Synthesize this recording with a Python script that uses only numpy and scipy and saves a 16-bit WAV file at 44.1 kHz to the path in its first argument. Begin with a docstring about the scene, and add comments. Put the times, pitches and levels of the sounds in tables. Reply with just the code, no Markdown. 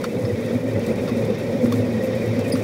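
"""A low hum and rumble with ringing steel wheels: aboard a pedal cart on a country railway, close to one microphone.
Wavering tones in narrow noise make the frame's hum, coloured noise its rumble; gritty noise rings the wheels' modes.
Loose parts clack (noise bursts and ringing modes), tick, scuff and ping; single wheel tones swell up briefly.
A wheel knocks in a rail joint (decaying sines), and late on a dry joint squeaks (roughened metal modes)."""
import sys
import numpy as np
from scipy import signal
from scipy.fft import rfft, irfft, next_fast_len
from scipy.io import wavfile
from scipy.ndimage import map_coordinates

SR = 44100
rng = np.random.default_rng(int(sys.argv[2]) if len(sys.argv) > 2 else 0)


def output_pcm(signal):
    """Save a mono or channel-first signal as 16-bit PCM at the path in sys.argv[1].

    Samples are clipped to [-1, 1] before scaling.
    """
    pcm = np.clip(np.atleast_2d(signal).T, -1, 1) * 32767
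    wavfile.write(sys.argv[1], SR, np.round(pcm).astype(np.int16))


def elevation(decibels):
    """Turn decibel levels (scalar or array-like) into linear amplitude ratios."""
    levels = np.asarray(decibels, float)
    return 10 ** (levels / 20)


N = 115983
T = np.arange(N) / SR


def unit(x):
    """Scales x to an rms of 1."""
    return x / np.sqrt(np.mean(x ** 2) + 1e-20)


def wobble(rate):
    """A smooth random curve with rate knots a second."""
    knots = rng.standard_normal(int(N * rate / SR) + 4)
    return map_coordinates(knots, [T * rate])


def filtered(x, response):
    """x shaped by a complex response of frequency."""
    m = next_fast_len(N + SR // 2)
    return irfft(rfft(x, m) * response(np.fft.rfftfreq(m, 1 / SR)), m)[:N]


def colour(points):
    """Gain drawn through (f/Hz, level/dB) points on a log frequency axis."""
    f, db = np.transpose(points)
    return lambda hz: elevation(np.interp(np.log(hz + 1), np.log(f), db))


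def resonances(modes):
    """Causal response of (f/Hz, width/Hz, level/dB) resonances, with alternating signs."""
    def response(f):
        total = 0
        for k, (centre, width, db) in enumerate(modes):
            damping = 1j * f * width
            total = total + (-1) ** k * elevation(db) * damping / (centre * centre - f * f + damping)
        return total
    return response


def curves(rows):
    """One value per sample for each column after the time."""
    s, *cols = np.transpose(rows)
    return [np.interp(T, s, c) for c in cols]


def bursts(rows, points, rise_s):
    """Coloured noise that jumps up at each (t/s, level/dB, t60/s) and dies away."""
    envelope = np.zeros(N + SR)
    t = T[:SR // 4]
    for s, db, t60 in rows:
        decay = elevation(db - 60 * t / max(t60, .004))
        envelope[round(s * SR):][:len(t)] += decay * (1 - np.exp(-t / rise_s))
    return envelope[:N] * unit(filtered(rng.standard_normal(N), colour(points)))


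def drone(rows, noise_db, width_hz, waver_hz):
    """A frame mode kept ringing: a tone of wandering pitch in narrow noise, noise_db against the tone."""
    hz, db = curves(rows)
    tone = np.sqrt(2) * np.sin(2 * np.pi * np.cumsum(hz + waver_hz * wobble(16)) / SR)
    narrow = resonances([(hz.mean(), width_hz, 0)])
    # the resonance is applied twice, for steeper skirts
    noise = unit(filtered(rng.standard_normal(N), lambda f: narrow(f) ** 2))
    return elevation(db) * unit(tone + elevation(noise_db) * noise)


def scrape(s, hz, db, t60, rise_s):
    """One metal mode rubbed into a ring, rough in level and pitch, that swells and dies."""
    rough_db, rough_pitch, rough_per_s = 4, .018, 650  # pitch as a fraction of hz
    t = (T - s).clip(0)
    phase = 2 * np.pi * hz * np.cumsum(1 + rough_pitch * wobble(rough_per_s)) / SR
    level = elevation(db - 60 * t / t60 + rough_db * wobble(rough_per_s))
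    swell = 1 - np.exp(-(2 * t / rise_s) ** 2)
    return level * swell * np.sin(phase)


def frame_hum():
    """The shaken frame keeps three of its modes ringing: hum, boom and a broad drumming."""
    # Wandering rings of the frame, lowest first: t/s, f/Hz, level/dB
    hum_path = [(0.0, 109, -58), (0.09, 111.4, -37), (0.25, 112, -25), (0.28, 115, -42),
                (0.34, 103.4, -25.5), (0.39, 106.7, -54), (0.45, 112.7, -27), (0.5, 112.5, -36),
                (0.56, 111.9, -26), (0.6, 111.7, -30.5), (0.78, 105.4, -25.5), (0.8, 105, -40),
                (0.86, 105.2, -30), (0.89, 106.5, -46), (0.97, 105.4, -27), (0.98, 105.5, -41),
                (1.03, 113, -31), (1.11, 109.7, -45), (1.13, 111.2, -31), (1.17, 104.2, -42),
                (1.22, 109.8, -28), (1.49, 112.7, -32), (1.54, 117.5, -37), (1.69, 111.0, -27),
                (1.82, 111.5, -21), (1.85, 112, -30.5), (2.05, 117.7, -35.5), (2.09, 112.1, -34),
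                (2.15, 111.3, -30), (2.23, 114.9, -34), (2.31, 110.4, -22), (2.37, 110.8, -38),
                (2.39, 109.0, -24.5), (2.45, 103, -31), (2.57, 103.1, -32.5), (2.63, 108.5, -29)]
    boom_path = [(0.0, 226.5, -33.5), (0.08, 244, -30.5), (0.12, 260.4, -42), (0.19, 241.2, -26.5),
                 (0.21, 250.3, -49), (0.23, 240.1, -25.5), (0.36, 247.4, -50), (0.38, 236.6, -27),
                 (0.53, 234.5, -26.5), (0.56, 247, -18.5), (0.61, 254.7, -41), (0.64, 258.5, -20.5),
                 (0.73, 260.0, -39), (0.82, 226.9, -26), (0.94, 227.2, -33), (1.03, 251, -26.5),
                 (1.11, 259.6, -39), (1.12, 249.5, -19), (1.16, 236.8, -38), (1.17, 229.5, -21.5),
                 (1.24, 228.6, -31), (1.31, 229.3, -29), (1.37, 249.5, -39), (1.41, 226.2, -29),
                 (1.47, 216.9, -45), (1.56, 247.4, -22.5), (1.58, 250.4, -49), (1.65, 241, -12),
                 (1.66, 239.3, -42), (1.68, 238.5, -15), (1.73, 252, -33), (1.74, 255.7, -16.5),
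                 (1.77, 253, -31), (1.79, 244.8, -20.5), (1.86, 244.5, -24.5), (1.95, 225.7, -26.5),
                 (2.12, 235, -32), (2.23, 215.6, -30), (2.34, 243.9, -43), (2.39, 241.3, -18.5),
                 (2.41, 239.6, -38), (2.49, 257.7, -20.5), (2.53, 258.4, -50), (2.54, 255.2, -18),
                 (2.62, 261.3, -40), (2.63, 263, -29)]
    drum_path = [(0.0, 450, -34), (0.15, 496.4, -32.5), (0.68, 515.7, -32.5), (0.78, 556.3, -29),
                 (0.83, 445.7, -30), (0.91, 526.4, -29), (1.1, 490.8, -33), (1.12, 549, -36),
                 (1.21, 537.7, -25.5), (1.27, 455.5, -36), (1.3, 521.3, -24.5), (1.34, 448.6, -35.5),
                 (1.38, 522.2, -39.5), (1.49, 509.7, -24.5), (1.57, 569, -32), (1.6, 498.7, -27.5),
                 (1.84, 489.3, -31.5), (1.88, 447, -34), (1.98, 503.6, -29.5), (2.17, 518.2, -24.5),
                 (2.2, 446.4, -30.5), (2.35, 566, -35.5), (2.4, 504.7, -30.5), (2.51, 561.2, -30.5),
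                 (2.59, 472.2, -44), (2.63, 551.6, -37)]
    hum = drone(hum_path, noise_db=-9, width_hz=26, waver_hz=2)
    boom = drone(boom_path, noise_db=-8, width_hz=50, waver_hz=4)
    drum = drone(drum_path, noise_db=-3, width_hz=90, waver_hz=10)
    return hum + boom + drum


def wheel_ring():
    """Even roughness and random bumps on the tread drive the wheel modes, each singing up on its own."""
    # Wheel modes, relative levels: f/Hz, width/Hz, level/dB
    wheel_modes = [(1863, 85, 1.5), (2048, 87, 2), (2113, 97, 0.5), (2254, 170, -0.5), (2440, 100, 1),
                   (2494, 60, -0.5), (2635, 24, -1.5), (3144, 110, -12), (3470, 93, -9.5), (3750, 120, -8),
                   (4630, 21, -12), (4800, 57, -39), (5590, 91, -16)]
    grit_per_s, grit_spread_db, grit_db = 540, 2.5, -5  # grit_db is against the even roughness
    swell_db, swells_per_s = 2.8, 45
    bumps = rng.random(N) < grit_per_s / SR
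    sizes = elevation(grit_spread_db * rng.exponential(1, N).clip(0, 3.5))
    grit = bumps * sizes * rng.choice([-1, 1], N)
    tread = rng.standard_normal(N) + elevation(grit_db) * unit(grit)
    ring = np.zeros(N)
    for k, mode in enumerate(wheel_modes):
        drive = tread * elevation(swell_db * wobble(swells_per_s))
        ring += (-1) ** k * filtered(drive, resonances([mode]))
    return unit(ring)


def rolling():
    """Rough wheels rolling: the frame's hum and noisy rumble, the wheel ring, a hiss and a flickering treble."""
    # Course of the rolling: t/s, rumble level/dB, wheel ring and hiss level/dB, treble level/dB
    roll = [(0.0, -26.5, -43, -53), (0.04, -28, -45, -51.5), (0.28, -25, -44.5, -53.5),
            (0.48, -28, -41.5, -50), (0.51, -21.5, -42.5, -52), (0.61, -28.5, -45, -53),
            (0.79, -23, -43, -52), (0.83, -28.5, -41, -51.5), (0.92, -21, -43.5, -52),
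            (0.94, -26, -42.5, -52), (1.32, -23.5, -42.5, -51), (1.35, -26, -41.5, -55),
            (1.49, -25, -43, -52), (2.63, -25, -40.5, -51)]
    # Noise colours: f/Hz, level/dB
    rumble_colour = [(20, -38), (45, -19.5), (70, -23.5), (90, -6.5), (140, -6.5), (175, -4), (210, -2),
                     (290, -6.5), (400, -6), (460, -2.5), (515, -5), (570, -4.5), (620, -12.5), (680, -18),
                     (850, -21.5), (1100, -29), (1600, -36), (2000, -59)]
    hiss_colour = [(500, -50), (900, -6.5), (1600, -5.5), (3000, -13), (5500, -13), (6500, -19.5),
                   (8000, -34)]
    treble_colour = [(4000, -10), (6500, 0.5), (8000, -1), (10000, -1), (13000, -6.5), (16000, -2.5)]
    rumble_db, ring_db, treble_db = curves(roll)
    noise = rng.standard_normal((3, N))
    rumble = unit(filtered(noise[0] * elevation(0.41 * wobble(29.9)), colour(rumble_colour)))
    # the hiss lies about 2.5 dB under the ring
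    hiss = unit(filtered(noise[1], colour(hiss_colour))) * elevation(-2.5 + 1.2 * wobble(70))
    flicker_db = 1.6 * wobble(17) + 1.2 * wobble(82)
    treble = unit(filtered(noise[2], colour(treble_colour))) * elevation(treble_db + flicker_db)
    return frame_hum() + elevation(rumble_db) * rumble + elevation(ring_db) * (wheel_ring() + hiss) + treble


def clacks():
    """Each clack is a dull burst that also rings the part's modes, a little differently every time."""
    # Clacks of loose parts: t/s, level/dB, t60/s (of the burst)
    clack_rows = [(0.011, -40, 0.03), (.034, -36, 0.054), (0.041, -26, 0.039), (0.046, -38, .04),
                  (.050, -35.5, .05), (0.25, -32, 0.02), (1.076, -34.5, 0.053), (1.084, -37, .04),
                  (1.094, -33, 0.035), (1.303, -36, 0.04), (1.395, -39.5, 0.064), (1.656, -32.5, 0.035),
                  (1.723, -25, 0.025), (1.729, -41, .04), (1.737, -38, 0.038), (2.554, -32, 0.074)]
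    # Colour of the burst: f/Hz, level/dB
    clack_colour = [(600, -4.5), (950, -8), (1150, 2.5), (1400, 6.5), (1750, -4.5), (2500, -1),
                    (3000, -7.5), (3550, -8), (4000, -11), (4550, -8.5), (5500, -8), (7500, -22.5),
                    (12000, -43)]
    # Modes of the part, before their random spread: f/Hz, level/dB, t60/s
    clack_modes = [(1110, 4, 0.045), (1383, 0, 0.035), (1744, -7, 0.03), (2510, -12, 0.03),
                   (3600, -4, 0.05), (4450, -4, 0.04)]
    rise_s, ring_db = .0008, -4
    out, t = np.zeros(N + SR), T[:SR // 8]
    chance = rng.standard_normal((len(clack_rows), len(clack_modes), 2))
    for (s, db, t60), draws in zip(clack_rows, chance):
        ring = np.zeros(len(t))
        for (hz, level, ring_s), (a, b) in zip(clack_modes, draws):
            decay = elevation(level + 2.9 * a - 60 * t / ring_s)
            ring += decay * np.sin(2 * np.pi * hz * (1 + 0.021 * b) * t)
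        out[round(s * SR):][:len(t)] += elevation(db + ring_db) * ring * (1 - np.exp(-t / rise_s))
    return out[:N] + bursts(clack_rows, clack_colour, rise_s)


def rattles():
    """Loose parts tick (bright noise bursts) or scuff (soft noise strokes); many faint ticks fall at random."""
    # Single ticks: t/s, level/dB, t60/s
    tick_rows = [(.014, -36, .02), (.040, -24, 0.015), (.195, -42, 0.023), (.460, -40, 0.017),
                 (.733, -43, 0.036), (.793, -37, 0.025), (.957, -40, 0.031), (1.077, -46, 0.025),
                 (1.250, -43, 0.041), (1.723, -27.5, 0.024), (2.025, -45, 0.031), (2.221, -40, 0.021),
                 (2.259, -39, 0.041), (2.276, -39, 0.029), (2.314, -43, .025), (2.391, -34.5, 0.027),
                 (2.481, -36, 0.022), (2.498, -32, .018), (2.597, -44, 0.033)]
    # Colour of ticks and scuffs: f/Hz, level/dB
    tick_colour = [(1500, -37), (4000, 0), (8000, -1), (12000, -3), (16000, -4.5)]
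    # Soft bright scuffs: middle t/s, length/s, level/dB
    scuff_rows = [(0.554, 0.064, -53), (0.883, 0.059, -51), (1.084, .014, -54), (1.093, 0.027, -50),
                  (1.397, 0.041, -51.5), (1.647, 0.044, -44.5), (1.746, 0.039, -47), (1.779, 0.031, -51),
                  (2.045, 0.029, -48), (2.16, 0.027, -48.5), (2.568, 0.078, -47)]
    small_per_s, small_db, small_spread_db, small_t60 = 40, -53, 2.5, .03  # small_db is the faintest
    draw = rng.random((200, 2))
    times = np.cumsum(-np.log(1 - draw[:, 0])) / small_per_s
    levels = small_db - small_spread_db * np.log(1 - draw[:, 1])
    small = [(s, db, small_t60) for s, db in zip(times, levels) if s < N / SR]
    ticks = bursts(tick_rows + small, tick_colour, rise_s=.0012)
    stroke = sum(elevation(db) * np.exp(-(2 * (T - s) / length) ** 2) for s, length, db in scuff_rows)
    stroke = stroke * elevation(2.9 * wobble(150))
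    return ticks + stroke * unit(filtered(rng.standard_normal(N), colour(tick_colour)))


def pings():
    """Thin metallic pings: single rough modes that swell and die."""
    # Pings: t/s, f/Hz, level/dB, t60/s
    ping_rows = [(.047, 9400, -44, .05), (.243, 4900, -44, .05), (.250, 5200, -38, .075),
                 (.248, 10600, -53, .12), (.920, 9100, -46, .1), (1.296, 10800, -46, .06),
                 (2.036, 11800, -39, .09), (2.038, 11200, -48, .05), (2.053, 9500, -44, .045),
                 (2.479, 8100, -46, .045)]
    return sum(scrape(*ping, rise_s=.006) for ping in ping_rows)


def singing():
    """Single wheel modes sing up clearly: short soft swells of pure tone."""
    # Swells: middle t/s, f/Hz, level/dB
    sing_rows = [(.302, 1960, -35), (0.763, 2000, -34.5), (.898, 2080, -37), (1.228, 2440, -37),
                 (1.280, 2040, -46), (1.946, 1910, -36), (2.012, 1900, -33.5), (2.220, 2420, -34),
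                 (2.249, 1960, -36), (2.466, 2450, -34)]
    length_s = 0.016
    out = np.zeros(N)
    for s, hz, db in sing_rows:
        swell = np.exp(-(2 * (T - s) / length_s) ** 2)
        out += elevation(db) * swell * np.sin(2 * np.pi * hz * T)
    return out


def rail_joint():
    """A wheel drops into a rail joint and knocks the frame's low modes into decaying sines."""
    # Knocks: t/s, level/dB
    thud_rows = [(1.2995, -11)]
    # Modes knocked, levels on top of the knock's: f/Hz, level/dB, t60/s
    thud_modes = [(116, -14, .12), (205, -1, .08), (490, 2, .07)]
    out = np.zeros(N)
    for s, db in thud_rows:
        t = (T - s).clip(0)
        rise = 1 - np.exp(-t / 0.0033)
        for hz, level, t60 in thud_modes:
            out += elevation(db + level - 60 * t / t60) * np.sin(2 * np.pi * hz * t) * rise
    return out


def squeak():
    """A dry joint slips for a moment and rubs a set of metal modes into a squeak."""
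    # Modes of the squeak: f/Hz, level/dB, t60/s, start after the slip/s (negative is early)
    squeak_modes = [(4780, -27, .085, .001), (5020, -26, .04, -.001), (4480, -36, .04, 0),
                    (9300, -28, .055, .004), (9870, -37, .05, .002), (10150, -33, .035, -.001),
                    (13550, -41, .04, .001), (14250, -46, .045, .003), (14900, -49, .04, .002)]
    slip_at_s, slip_s = 2.519, .01
    out = np.zeros(N)
    for hz, db, t60, late in squeak_modes:
        lift_db = 60 * slip_s / 2 / t60  # makes up for the decay up to mid-slip
        out += scrape(slip_at_s + late, hz, db + lift_db, t60, slip_s)
    return out


def scene():
    """Everything, close to one microphone in the open."""
    return (rolling() + clacks() + rattles() + pings() + singing() + rail_joint() + squeak())[None]


def top_cut(x):
    """Nothing passes above the cut-off."""
    return signal.sosfilt(signal.butter(12, 15760, fs=SR, output="sos"), x)


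def record(dry):
    """The camera's band limit: nothing passes from 15780 Hz up."""
    mix = filtered(dry[0], lambda hz: hz < 15780)[None]
    return top_cut(mix)


dry = scene()
out = record(dry)
output_pcm(out)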